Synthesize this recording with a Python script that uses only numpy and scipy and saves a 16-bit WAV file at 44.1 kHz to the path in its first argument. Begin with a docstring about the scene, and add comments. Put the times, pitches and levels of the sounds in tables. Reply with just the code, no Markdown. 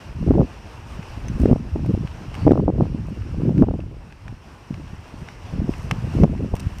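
"""Concrete pavement on a breezy day: a walker carries a small hand-held camera.
Gusts carry eddies over the microphone port as low thuds, each about one cycle of pressure.
Short ticks, and cracks as the biggest wind thuds overload the microphone, are decaying noise with case modes.
Scuffs are shaped hiss, one thin ping a decaying sine; far traffic and rustle are shaped noise.
A far bird is a narrow noise band. All but the wind passes the port's resonances."""
import sys
import numpy as np
from scipy import signal
from scipy.fft import rfft, irfft, next_fast_len
from scipy.io import wavfile
from scipy.ndimage import uniform_filter1d, map_coordinates

SR = 44100
rng = np.random.default_rng(int(sys.argv[2]) if len(sys.argv) > 2 else 0)


def wrap_up_sound(samples):
    """Save the sound to the file named by the first command line argument, as 16-bit audio."""
    columns = np.atleast_2d(samples).T
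    # keep every value between -1 and 1, then stretch to whole-number steps
    tamed = np.clip(columns, -1, 1)
    steps = np.round(tamed * 32767).astype(np.int16)
    wavfile.write(sys.argv[1], SR, steps)


def gain_from_db(level_db):
    """Convert decibel levels to linear amplitude factors (20 dB per decade)."""
    decades = np.asarray(level_db, float) / 20
    return 10 ** decades


N = 299880


def unit(x):
    """x at rms 1."""
    return x / np.sqrt(np.mean(x ** 2) + 1e-20)


def curves(rows):
    """One value per sample for each column after the time."""
    time_s, *columns = np.transpose(rows)
    return [np.interp(np.arange(N) / SR, time_s, column) for column in columns]


def wobble(knots_per_s):
    """Smooth random curve through normally distributed knots."""
    return map_coordinates(rng.standard_normal(N // 100), [np.arange(N) * knots_per_s / SR])


def low_pass(hz, corner_hz):
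    """One-pole low-pass response."""
    return 1 / (1 + 1j * hz / corner_hz)


def high_pass(hz, corner_hz):
    """One-pole high-pass response; the +1 avoids division by zero."""
    return 1 / (1 + corner_hz / (1j * hz + 1))


def filtered(x, response):
    """x times a complex response of frequency."""
    size = next_fast_len(N + 8192)
    hz = np.fft.rfftfreq(size, 1 / SR)
    return irfft(rfft(x, size) * response(hz), size)[:N]


def noise(spectrum, patchy_db):
    """Coloured noise of rms 1, with time-frequency patches of random gain (rms patchy_db)."""
    knot_hz, knot_db = np.transpose(spectrum)
    bins = signal.stft(rng.standard_normal(N), nperseg=512)[2]
    patches = uniform_filter1d(rng.standard_normal(bins.shape), size=6, axis=0)
    patches = uniform_filter1d(patches, size=10, axis=1)
    patchy = signal.istft(bins * gain_from_db(patchy_db * unit(patches)), nperseg=512)[1][:N]
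    return unit(filtered(patchy, lambda hz: gain_from_db(np.interp(np.log(hz + 1), np.log(knot_hz), knot_db))))


LULL_DB = -44  # breeze between gusts
# Gusts over the port: (peak time [s], peak strength [dB], last 20 dB of rise [s], 20 dB of fall [s])
# Rise and fall below 0.01 s play as 0.01 s.
GUST_PEAKS = [(0.302, -12, 0.16, 0.0465), (0.402, -10, 0.15, 0.05), (1.0, -37, 1.5, .06),
              (1.31, -23.5, 0.25, 1.1), (1.422, -9, 0.0624, 0.06), (1.532, -9.5, .15, -0.18),
              (1.609, -20.5, 0.1, -0.56), (1.72, -21, -0.05, 0.46), (1.949, -16.5, 0.33, -0.26),
              (2.05, -21.5, 0.2, -0.97), (2.21, -23, -3.4, -4), (2.459, -13, 0.07, 1.1),
              (2.521, -3, 0.0158, -0.12), (2.588, -6.5, -0.0051, 0.11), (2.691, -4.5, 0.0435, 0.0652),
              (2.799, -4.5, 0.06, 0.0644), (2.95, -20, 0.87, 1), (3.18, -21.5, 1.7, -0.7),
              (3.49, -13, 0.36, 0.07), (3.619, -5, 0.0844, 0.1075), (3.699, -12.5, 0.46, 0.2762),
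              (3.8, -17.5, 0.8, -0.02), (4.03, -29, -3.5, 0.2), (4.34, -29.5, 0.4, -0.7),
              (4.709, -25, -0.04, 0.38), (4.94, -29, -0.4, 0.14), (5.229, -29, 0.26, -0.17),
              (5.599, -17, 0.11, 0.12), (5.698, -16.5, 0.07, 0.02), (5.93, -22, 0.1, -0.17),
              (6.08, -26, 0.98, 3.5), (6.233, -12.5, 0.18, 0.32), (6.399, -12, -0.04, 0.2),
              (6.536, -9, -0.29, 0.03), (6.671, -16.5, .13, -0.06), (6.8, -24, .15, .1)]


def gusts():
    """Wind strength [dB]: linear dB slopes to and from each peak; the strongest gust or the breeze wins."""
    t = np.arange(N) / SR
    power = gain_from_db(LULL_DB) ** 2
    for peak_s, peak_db, rise_s, fall_s in GUST_PEAKS:
        before = (peak_s - t) / max(rise_s, 0.01)
        after = (t - peak_s) / max(fall_s, 0.01)
        gust_db = peak_db - 20 * np.maximum(before, after)
        power = np.maximum(power, gain_from_db(gust_db) ** 2)
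    return 10 * np.log10(power)


def eddies(time_s, gain, hz, width_cycles):
    """Each eddy is a brief swing of pressure: a random-phase cosine under a bell curve."""
    k = np.arange(-1000, 1000)
    cycles = k / SR * hz[:, None]
    bell = np.exp(-(cycles / width_cycles) ** 2) * np.hanning(len(k))
    phase = rng.random((len(time_s), 1))
    swing = gain[:, None] * bell * np.cos(2 * np.pi * (cycles + phase))
    at = np.clip((time_s * SR).astype(int)[:, None] + k, 0, N)
    return np.bincount(at.ravel(), swing.ravel(), N + 1)[:N]


def eddy_stream(strength_db):
    """Random eddies, levelled, then set to wind strength; stronger wind carries them faster, so pitch rises."""
    time_s = rng.random(2400) * N / SR
    size, spread = rng.standard_normal((2, len(time_s)))
    centre_hz = 125 * gain_from_db(0.26 * (strength_db + 28.5))[(time_s * SR).astype(int)]
    hz = np.clip(centre_hz * np.exp(0.59 * spread), 40, 750)
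    gain = gain_from_db(2.0 * size) * (hz / 130) ** -0.3
    stream = eddies(time_s, gain, hz, width_cycles=0.58)
    power = uniform_filter1d(stream ** 2, size=SR // 10)
    level = stream / np.sqrt(np.abs(power) + 1e-9)
    return gain_from_db(strength_db + 1.84 * wobble(30)) * level


# Slow air pressure spectrum: (frequency [Hz], relative density [dB])
SWAY_SPECTRUM = [(10, -44), (25, 1.5), (55, 12.5), (110, 9), (200, -34.5), (400, -120)]


def sway(strength_db):
    """Slow air pressure: low noise that follows the wind at half its dB range."""
    level_db = 0.5 * strength_db - 20 + 2.7 * wobble(2.7)
    return gain_from_db(level_db) * noise(SWAY_SPECTRUM, patchy_db=3.5)


# Strongest single eddies: (time [s], relative level [dB], pitch [Hz], relative edge level [dB])
STRONG_EDDIES = [(0.278, -9.5, 188, -20), (.286, -10, 239, -11), (0.309, 0.76, 276, -13),
                 (.316, -9, 260, -9), (0.347, -12.5, 228, -15), (0.373, -17, 151, -18),
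                 (0.383, -12, 192, -18), (.398, -5.5, 216, -11), (.407, -10, 205, -2.5),
                 (.415, -13, 213, -1), (0.431, -12, 226, -13), (0.995, -16, 136, -37),
                 (1.177, -23.5, 199, -17), (1.315, -18, 144, -24), (1.401, -6, 163, -20),
                 (1.42, -13, 162, -23), (1.433, -15, 189, -15), (1.458, 0.5, 304, -12),
                 (1.488, -7, 162, -22.5), (1.515, -6, 210, -11), (1.53, -4.5, 170, -6),
                 (1.561, -8, 200, -8), (1.609, -11, 172, -32.5), (1.761, -7, 281, -13),
                 (1.795, -15.5, 195, -14), (1.893, -23, 261, -21), (1.941, -8.5, 147, -39),
                 (1.977, -12.5, 272, -29), (2.051, -13, 108, -22.5), (2.434, -24, 178, -24),
                 (2.468, -1, 238, -7), (2.4741, 3, 267, -10.5), (2.479, 2.9, 370, -7), (2.493, 0, 330, -25),
                 (2.51, 1.5, 240, -4.5), (2.519, 10, 274, -12.5), (2.534, -3, 210, -7),
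                 (2.556, -8.5, 282, -1), (2.577, -8, 219, 2.5), (2.596, -3, 302, -11),
                 (2.619, -6.5, 227, -24), (2.638, -10, 225, -13), (2.681, -0.7, 243, -3),
                 (2.702, -3, 224, -8), (2.785, -10, 174, -8), (2.802, -1, 262, -18),
                 (2.809, -0.5, 278, -4.5), (2.823, 0.5, 165, -27), (2.949, -6, 208, -19),
                 (2.999, -11.5, 150, -28), (3.086, -14, 147, -10), (3.42, -13, 223, -10),
                 (3.462, -6, 153, -25), (3.478, -7, 213, -40), (3.494, -7, 268, -10.5),
                 (3.508, -1.1, 170, -22), (3.551, -4.5, 140, -23), (3.583, 1, 153, -36),
                 (3.593, -2, 229, -24), (3.624, 6, 216, -10), (3.639, -6.5, 280, -4.5),
                 (3.673, -5.5, 182, -17), (3.687, 1, 367, -8), (3.712, -13, 342, -4), (3.74, -6, 225, -9),
                 (3.755, -15, 196, -10), (3.794, -8.5, 244, -15), (4.327, -18.5, 192, -18),
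                 (4.709, -9, 196, -20), (4.934, -17, 143, -26.5), (5.143, -20, 204, -16),
                 (5.223, -18, 147.3, -20), (5.538, -17, 182, -13), (5.562, -13.5, 173, -26),
                 (5.59, -16, 151, -46), (5.62, -8, 200, -31), (5.644, -11.5, 160, -22),
                 (5.694, -4.5, 239, -17.5), (5.846, -19.5, 144, -20), (5.925, -9.5, 132, -20),
                 (5.986, -15, 132, -29), (6.077, -20.5, 116, -25), (6.153, -9.5, 238, -30),
                 (6.173, -10.5, 144, -11), (6.188, -10, 216, -12), (6.218, -14, 200, -32),
                 (6.201, -5, 164, -20), (6.236, 7, 170, -10.5), (6.243, 3, 186, -5.5), (6.253, 1, 176, -16),
                 (6.299, -5, 167, -28), (6.407, -10, 265, -12.5), (6.426, -8.5, 224, -22),
                 (6.435, -6.5, 182, -19), (6.541, -10, 149, -20), (6.667, -6.5, 155, -27)]


def thuds():
    """Strong eddies, each carrying a small fast one and a smaller, faster tip."""
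    time_s, db, hz, edge_db = np.transpose(STRONG_EDDIES)
    edges = eddies(time_s, gain_from_db(db + edge_db + 2.5), 400 + 0.45 * hz, width_cycles=0.5)
    tips = eddies(time_s, gain_from_db(db + 1.78 * edge_db - 8.5), 800 + 0.84 * hz, width_cycles=0.9)
    main = eddies(time_s, gain_from_db(db - 1.5), hz, width_cycles=0.53)
    return main + edges + tips


def wind():
    """Eddy stream and slow pressure driven by the gusts, plus the strong thuds."""
    strength_db = gusts()
    return eddy_stream(strength_db) + sway(strength_db) + thuds()


# Modes of the camera case: (frequency [Hz], relative level [dB], T60 [s])
CASE_MODES = [(865, -12, .016), (1220, -2, 0.01), (1620, 2, 0.0088), (2100, -3.5, .013), (2564, -8, .013)]


def case_ring(t, ring_db):
    """Decaying sines at the case modes, each level varied a little at random."""
    ring = np.zeros(len(t))
    for hz, mode_db, t60_s in CASE_MODES:
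        level_db = ring_db + mode_db + rng.normal(0, 1.25)
        ring += gain_from_db(level_db - 60 * t / t60_s) * np.sin(2 * np.pi * hz * t)
    return ring


TICK_T60_S, TICK_ONSET_S = 0.016, 0.00026
# Short ticks, and cracks as the biggest wind thuds overload the microphone:
# (time [s], relative level [dB], relative treble level [dB], relative case ring level [dB])
TICK_EVENTS = [(1.028, -29, -27, -3), (1.283, -21.5, -17, -24), (1.3998, -34.5, -5, -20),
               (1.417, -34, -3, -17.5), (1.4578, -25.5, -19, -21), (1.8616, -30.5, -12.5, -14),
               (2.0734, -24, -31, -14), (2.3426, -22.5, -21.5, -9), (2.3516, -24.5, -17, -8),
               (2.5175, -17.5, -17, -19), (2.5734, -30, -42, -3), (3.2207, -33, -28, -1),
               (3.275, -35.5, -26, -4), (3.5796, -24, -26, -6.5), (3.6224, -21.5, -28.5, -13),
               (3.803, -26, -23, -10), (4.1076, -33, -23, -3.5), (4.1238, -23.5, -28, -9),
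               (4.2803, -18, -33, -14), (4.742, -21, -31, -13.5), (4.878, -32, -20, -8),
               (5.2862, -18.5, -39, -10), (5.7374, -25, -24, -7.5), (5.911, -3.5, -24, -10.5),
               (6.2352, -11.5, -25, -15), (6.378, -27, -26, -9), (6.553, -23, -5, -9),
               (6.5655, -22.5, -7, -8), (6.6308, -25.5, -17, -9), (6.7842, -21.5, -10, -23)]


def ticks():
    """Each tick or crack is a dying burst of noise, with more or less treble, plus a ring at the case modes."""
    body, treble, ring = np.zeros((3, N + SR))
    t = np.arange(SR // 20) / SR
    onset = 1 - np.exp(-t / TICK_ONSET_S)
    decay = gain_from_db(-60 * t / TICK_T60_S)
    for time_s, db, treble_db, ring_db in TICK_EVENTS:
        start = round(time_s * SR)
        span = slice(start, start + len(t))
        strike = gain_from_db(db) * onset
        body[span] += strike * decay * gain_from_db(0.6) * rng.standard_normal(len(t))
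        treble[span] += strike * decay * gain_from_db(treble_db) * rng.standard_normal(len(t))
        ring[span] += strike * case_ring(t, ring_db)
    body = filtered(body[:N], lambda hz: low_pass(hz, 2900) ** 3 * high_pass(hz, 700))
    treble = filtered(treble[:N], lambda hz: high_pass(hz, 2500) ** 2 * low_pass(hz, 7000))
    return body + treble + ring[:N]


# Soles and clothing brushing by: (time [s], length [s], relative level [dB], high-pass corner [Hz])
SCUFF_STROKES = [(0.85, 0.13, -60, 4500), (1.373, 0.095, -52.5, 8000), (2.406, 0.094, -64.5, 3500),
                 (3.055, 0.062, -54.5, 4800), (5.163, 0.079, -55.5, 5100), (5.664, 0.24, -54, 4960),
                 (6.553, 0.028, -49, 2400), (6.595, 0.012, -32, 2100)]


def scuffs():
    """Short strokes of gritty hiss that swell and fade; grit is a random gain step every 130 samples."""
    out = np.zeros(N + SR)
    for time_s, length_s, db, corner_hz in SCUFF_STROKES:
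        n = round(length_s * SR)
        start = round(time_s * SR)
        grit = np.repeat(gain_from_db(3 * rng.standard_normal(SR // 40)), 130)[:n]
        sos = signal.butter(2, corner_hz, "high", fs=SR, output="sos")
        hiss = signal.sosfilt(sos, rng.standard_normal(SR // 2))[-n:]
        out[start:start + n] += gain_from_db(db) * signal.windows.tukey(n, 0.5) * grit * hiss
    return filtered(out[:N], lambda hz: low_pass(hz, 8000) ** 2)


PING_START_S, PING_ONSET_S = 1.283, 0.00053
# One thin high ping: (frequency [Hz], level before the port [dB], T60 [s])
PING_TONE = (6100, -36.5, 0.024)


def ping():
    """A tiny high decaying sine with a slightly unsteady pitch."""
    hz, db, t60_s = PING_TONE
    t = np.maximum(np.arange(N) / SR - PING_START_S, 0)
    envelope = gain_from_db(db - 60 * t / t60_s) * (1 - np.exp(-t / PING_ONSET_S))
    return envelope * np.sin(2 * np.pi * hz * t + 0.6 * wobble(300))


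# Street noise along the walk: (time [s], relative traffic level [dB], relative rustle level [dB])
STREET_LEVELS = [(0.0, -54, -68.5), (.6, -52, -67.5), (1.4, -50, -64.5), (1.8, -54.5, -69),
                 (2.4, -49.5, -65), (2.6, -51.5, -67), (3.2, -50.5, -65.5), (4.0, -53, -67),
                 (4.8, -51.5, -65.5), (5.7, -49.5, -65.5), (6.1, -50, -64), (6.5, -47.5, -62),
                 (6.8, -47, -59)]
# Far traffic and leaves spectrum: (frequency [Hz], relative density [dB])
FAR_SPECTRUM = [(15, -41.5), (40, -5.5), (150, -3), (400, -10.5), (1000, -14), (1600, -17.5), (3600, -29.5),
                (5000, -30.5), (7000, -40.5), (9000, -75.5), (12000, -120)]
# Leaves and clothing spectrum: (frequency [Hz], relative density [dB])
RUSTLE_SPECTRUM = [(5000, -26.5), (7000, -9), (10000, -13), (13000, -16), (15200, -17), (17000, -52.5)]


def street():
    """Far traffic, gently uneven, and a thinner rustle above it; both share one flutter."""
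    traffic_db, rustle_db = curves(STREET_LEVELS)
    flutter_db = 0.95 * wobble(13)
    far = gain_from_db(traffic_db + 8.5 + flutter_db) * noise(FAR_SPECTRUM, patchy_db=1.16)
    rustle = gain_from_db(rustle_db - 1.5 + flutter_db) * noise(RUSTLE_SPECTRUM, patchy_db=0.5)
    return far + rustle


# A far bird: (time [s], pitch [Hz], relative level [dB])
BIRD_GLIDE = [(2.36, 4600, -57), (2.405, 4600, -54), (2.43, 4550, -57), (2.47, 4700, -58)]


def bird():
    """One thin, breathy whistle: a narrow band of noise on a gliding pitch."""
    hz, db = curves(BIRD_GLIDE)
    t = np.arange(N) / SR
    to_edge_s = np.minimum(t - BIRD_GLIDE[0][0], BIRD_GLIDE[-1][0] - t)
    fade = np.clip(to_edge_s / 0.0091, 0, 1)
    return fade * gain_from_db(db) * wobble(450) * np.sin(2 * np.pi * np.cumsum(hz) / SR)


# Standing waves of the microphone port: (frequency [Hz], width [Hz], added resonance level [dB])
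PORT_WAVES = [(940, 300, -7), (2707, 500, 3.5), (5640, 760, 4), (8500, 960, -0.5)]


def port(hz):
    """Each standing wave lifts the sound around its frequency."""
    response = 1
    for centre_hz, width_hz, db in PORT_WAVES:
        damping = 1j * hz * width_hz
        response = response * (1 + gain_from_db(db) * damping / (centre_hz ** 2 - hz ** 2 + damping))
    return response


def scene():
    """The wind presses on the capsule directly; all other sounds pass the port."""
    wind_pressure = wind()
    through_port = street() + ticks() + scuffs() + bird() + ping()
    return (wind_pressure + filtered(through_port, port))[None]


LIMIT_DB, SENSE_S, REACT_S, RECOVER_DB_PER_S = -6.5, 0.017, 0.013, 3.5


def gain_control(x):
    """Level over the limit pulls the gain down, smoothed by REACT_S; it recovers at a steady dB rate."""
    power = np.abs(signal.hilbert(x, next_fast_len(N))[:N]) ** 2
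    sensed = uniform_filter1d(power, round(SENSE_S * SR))
    level_db = 10 * np.log10(np.abs(sensed) + 1e-12)
    climb_db = RECOVER_DB_PER_S * np.arange(N) / SR
    needed_db = np.minimum(LIMIT_DB - level_db, 0)
    gain_db = climb_db + np.minimum.accumulate(needed_db - climb_db)
    keep = np.exp(-1 / (REACT_S * SR))
    return x * gain_from_db(signal.lfilter([1 - keep], [1, -keep], gain_db))


def top_cut(x):
    """Nothing passes above the cut-off."""
    return signal.sosfilt(signal.butter(12, 15170, fs=SR, output="sos"), x)


def record(dry):
    """Low cut, gain control, soft start, a ceiling for the biggest thuds and a band limit."""
    x = filtered(dry[0], lambda hz: 1 / (1 + 45 / (1j * hz + 1e-3)))
    x = gain_control(x)
    x = x * np.minimum(np.arange(N) / 200, 1)
    x = x / (1 + np.abs(x) ** 6) ** (1 / 6)
    mix = filtered(x, lambda hz: hz < 15200)[None]
    return top_cut(mix)


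dry = scene()
out = record(dry)
wrap_up_sound(out)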